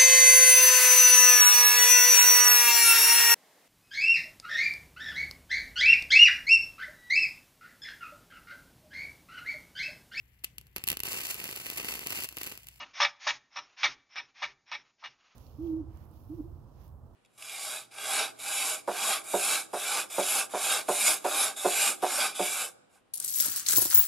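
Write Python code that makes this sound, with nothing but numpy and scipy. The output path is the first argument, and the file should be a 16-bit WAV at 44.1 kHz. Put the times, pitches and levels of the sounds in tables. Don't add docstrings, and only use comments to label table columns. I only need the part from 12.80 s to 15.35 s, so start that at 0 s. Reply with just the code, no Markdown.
import sys
import numpy as np
from scipy import signal
from scipy.fft import rfft, irfft
from scipy.io import wavfile
from scipy.ndimage import uniform_filter1d

SR = 44100
rng = np.random.default_rng(int(sys.argv[2]) if len(sys.argv) > 2 else 0)


def master_out(mix):
    frames = np.transpose(np.atleast_2d(mix))
    ceiling = np.clip(frames, -1, 1)
    pcm = np.round(ceiling * 32767).astype(np.int16)
    wavfile.write(sys.argv[1], SR, pcm)


N = 112454
TIME_S, FREQ_HZ = np.arange(N) / SR, np.fft.rfftfreq(N, 1 / SR)
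TOP_HZ = 7000

# start_s, hold_s, level_db, puff_lead_s, puff_db, low_body_db, mouth_hz, mouth_db,
# nose_db, bright_db, treble_edge_hz, chest_db, swell_lead_s
HUFFS = [(-.030, 0.062, -43, .002, -6, 9, 2794, -5.5, -13.5, -6.5, 6900, -21.5, 0.055),
         (0.2009, 0.055, -23, 0.0006, -4, 1.5, 2255, -9, -9, -7.5, 6610, -47, 0.07),
         (0.4685, 0.037, -26.5, 0.0035, -2, -1.5, 1940, -12, -12.5, -5.5, 7400, -37.5, 0.077),
         (0.7588, 0.03, -38.5, 0.00074, -3, 3.5, 1200, -7, -5.5, -14, 6600, -29.5, 0.057),
         (1.0311, 0.031, -23.5, 0.00039, -9, -2, 2280, -9.5, -11.5, -6, 6540, -35, 0.068),
         (1.357, 0.042, -38, .001, -7.5, -1, 2385, -6, -5.5, -40.5, 6240, -30, 0.07),
         (1.621, 0.03, -33.5, 0.006, -7, 0.5, 2300, -2.5, -13, -9.5, 6600, -31, 0.082),
         (1.9154, 0.04, -36.5, .0005, -3.5, -0.5, 2300, -6.5, -9.5, -26.5, 6310, -32, 0.061),
         (2.237, 0.029, -43.5, 0.014, -5, 1.5, 2846, -4.5, -10.5, -6, 6330, -27.5, 0.061)]
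def huffs():
    colour = jet_colour()
    low_share = below(1320, order=12)
    low_body = causal(colour * low_share)
    puff_ring = causal(unit(resonances([(1030, 620, 0)]) * np.sqrt(colour)))
    thump, tick_noise = chest_noise(), noise(spectrum(JET) * low_cut())
    rasp = unit(undb(2.3 * flutter(400)))
    out = np.zeros(N)
    for (start_s, hold_s, level_db, puff_lead_s, puff_db, low_body_db, mouth_hz, mouth_db,
         nose_db, bright_db, treble_edge_hz, chest_db, swell_lead_s) in HUFFS:
        age = TIME_S - start_s
        treble_shape = nose_hollow(nose_db) * below(treble_edge_hz, order=24)
        low = low_body * undb(low_body_db)
        high = colour * (1 - low_share) * treble_shape
        mouth = undb(mouth_db) * unit(resonances([(mouth_hz, 260, 0)]) * colour)
        nasal = nose_colour(nose_db, bright_db) * treble_shape
        huff = air_jet(age, hold_s, rasp, low, causal(high + colour * low_share / 20))
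        huff += mouth_jet(age, hold_s, rasp, mouth)
        huff += nose_whistle(age, hold_s, rasp, nasal)
        huff += undb(puff_db) * puff(age, puff_lead_s, puff_ring)
        huff += tick(age, puff_lead_s, tick_noise)
        huff += hiss_swell(age, swell_lead_s, low, high, mouth, nasal)
        huff += undb(chest_db) * thump * envelope(age, 0.023, hold_s, 0.06)
        out += undb(level_db) * huff
    return out


# pitch_hz, width_hz, level_db
RING_PEAKS = [(578.5, 39, 0.5), (827, 300, -6.5), (946, 64, -1.5), (1236, 300, 0), (1590, 60, -8),
              (1813, 270, -0.5), (2104, 170, -4), (2300, 120, 3), (2574, 130, -0.5), (2859, 77, 1),
              (3347, 280, -4.5), (3650, 76, -0.5), (3900, 70, -4), (4260, 100, -7.5)]
# frequency_hz, level_db
JET = [(100, -43), (300, -28.5), (470, -15.5), (700, -6), (1200, -7), (2400, -11.5), (3600, -5.5),
       (4600, -4.5), (5600, -13.5), (7000, -13)]
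def jet_colour():
    return np.hypot(unit(resonances(RING_PEAKS)), undb(-7) * unit(spectrum(JET)))


def air_jet(age, hold_s, rasp, low, high, high_sag_db_per_s=6, low_sag_db_per_s=123):
    flow = rasp * envelope(age, 0.0016, hold_s, 0.009)
    held_s = np.clip(age, 0, hold_s)
    top = blow(flow * undb(-high_sag_db_per_s * held_s), high)
    body = blow(flow * undb(-low_sag_db_per_s * held_s), low)
    return top + body


def mouth_jet(age, hold_s, rasp, mouth, attack_s=0.016):
    return blow(rasp * envelope(age, attack_s, hold_s, 0.009), causal(mouth))


# pitch_hz, width_hz, level_db
NOSE = [(5020, 120, -9), (5335, 130, 0), (5660, 80, -1), (6003, 60, -7)]
# frequency_hz, level_db
BRIGHT = [(300, -44), (1500, -26), (3000, 2), (3600, -12.5), (4600, 9), (5600, -4), (6300, 5), (7000, -2)]
def nose_colour(nose_db, bright_db):
    return np.hypot(undb(nose_db) * unit(resonances(NOSE)), undb(bright_db) * unit(spectrum(BRIGHT)))


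def nose_hollow(nose_db, centre_hz=4520, width_hz=200, fully_open_db=-21.5):
    return undb(fully_open_db * undb(nose_db) * np.exp(-((FREQ_HZ - centre_hz) / width_hz) ** 2))


def nose_whistle(age, hold_s, rasp, nasal):
    return blow(rasp * envelope(age, 0.007, 0.62 * hold_s, 0.012), causal(nasal))


def puff(age, lead_s, ring, end_s=0.0059):
    return blow(arch(age, lead_s, end_s), ring)


def tick(age, puff_lead_s, tick_noise):
    strength = undb(-1) * np.exp(-puff_lead_s / 0.006)
    return strength * tick_noise * envelope(age, 0.0008, 0.0016, 0.0008)


def hiss_swell(age, lead_s, low, high, mouth, nasal):
    swell = undb(-17.5) * arch(age, lead_s, end_s=0.12) ** 0.94
    colour = np.sqrt(abs(low) ** 2 / 2 + high ** 2 + mouth ** 2 / 2 + (undb(4.5) * nasal) ** 2)
    return blow(swell, uniform_filter1d(colour, size=1300))


def blow(contour, colour):
    return irfft(rfft(contour * rng.standard_normal(N)) * colour * low_cut(), N)


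def low_cut():
    return 1 - below(590, order=10)


# frequency_hz, level_db
CHEST = [(25, -11.5), (50, -7), (90, -6), (130, 1), (190, -10), (270, 0), (400, -2), (800, -29.5)]
def chest_noise():
    return noise(spectrum(CHEST))


# frequency_hz, level_db
YARD = [(100, 8.5), (500, 1.5), (1300, -1), (2500, -6.5), (4500, -5.5), (5600, -7.5), (7000, -2)]
def echoes(x, t60_s, delay_s):
    decay = envelope(TIME_S - delay_s, 0.015, 0, t60_s / np.log(1000))
    tail = noise(spectrum(YARD) * (FREQ_HZ < TOP_HZ)) * decay
    return signal.fftconvolve(x, tail / np.sqrt(np.sum(tail ** 2) * SR / 2 / TOP_HZ))[:N]


# peak_s, half_length_s, level_db
RUSTLES = [(.07, 0.052, -58.5), (.90, 0.067, -63), (1.49, 0.027, -63.5), (2.07, 0.049, -69),
           (2.5, 0.15, -65)]
def rustle():
    colour = spectrum([(200, -24.5), (800, -8), (1250, -0.5), (1800, -7),
                       (2500, -1), (3500, -8), (7000, -13)])
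    stir = sum(undb(level_db) * np.exp(-((TIME_S - peak_s) / half_length_s) ** 2)
               for peak_s, half_length_s, level_db in RUSTLES)
    return stir * noise(colour) * undb(2 * flutter(30))


# frequency_hz, level_db
NIGHT = [(25, -6.5), (50, -3), (130, -1.5), (250, -1), (450, -3), (800, -0.5), (1300, -13.5), (1550, -7),
         (1800, -12.5), (2300, -16.5), (4000, -7.5), (7000, -5.5)]
def night_air(level_db):
    return undb(level_db) * noise(spectrum(NIGHT))


def undb(db):
    return 10 ** (np.asarray(db) / 20)


def unit(x):
    return x / np.sqrt(np.mean(x ** 2))


def spectrum(points):
    hz, db = np.array(points, float).T
    return undb(np.interp(np.log(FREQ_HZ + 1), np.log(hz), db))


def resonances(peaks):
    return np.sqrt(sum(undb(db) ** 2 / (1 + ((FREQ_HZ - hz) / width * 2) ** 2) ** 2
                       for hz, width, db in peaks))


def below(hz, order):
    return 1 / (1 + (FREQ_HZ / hz) ** order)


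def causal(gain):
    cepstrum = irfft(np.log(gain + 1e-4), N)
    fold = np.sign(N / 2 - np.arange(N)) + 1
    fold[0] = 1
    return np.exp(rfft(cepstrum * fold))


def noise(gain):
    return unit(irfft(gain * (rng.standard_normal(len(gain)) + 1j * rng.standard_normal(len(gain))), N))


def flutter(hz):
    return noise(np.exp(-(FREQ_HZ / hz) ** 2))


def envelope(age, attack_s, hold_s, release_s):
    return np.clip(age / attack_s, 0, 1) * np.exp(-np.maximum(age - hold_s, 0) / release_s)


def arch(age, lead_s, end_s):
    return np.sin(np.pi * np.clip((age + lead_s) / (lead_s + end_s), 0, 1))


# frequency_hz, level_db
SIDE = [(100, -15), (300, -19), (600, -28), (1200, -25), (2300, -19), (3500, -25), (7000, -29)]
def scene():
    animal = huffs()
    near = animal + undb(-13.5) * echoes(animal, t60_s=0.066, delay_s=0.0021)

    def yard_tail():
        return undb(-25.5) * echoes(animal, t60_s=0.48, delay_s=0.0097)

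    mid = near + yard_tail() + rustle() + night_air(-74)
    side = irfft(1j * rfft(near) * spectrum(SIDE), N)
    side += 0.083 * yard_tail() + night_air(-98.5)
    return np.array([mid + side, mid - side])


def record(dry):
    return signal.sosfilt(signal.ellip(12, .2, 75, TOP_HZ, fs=SR, output="sos"), dry)


dry = scene()
out = record(dry)
master_out(out)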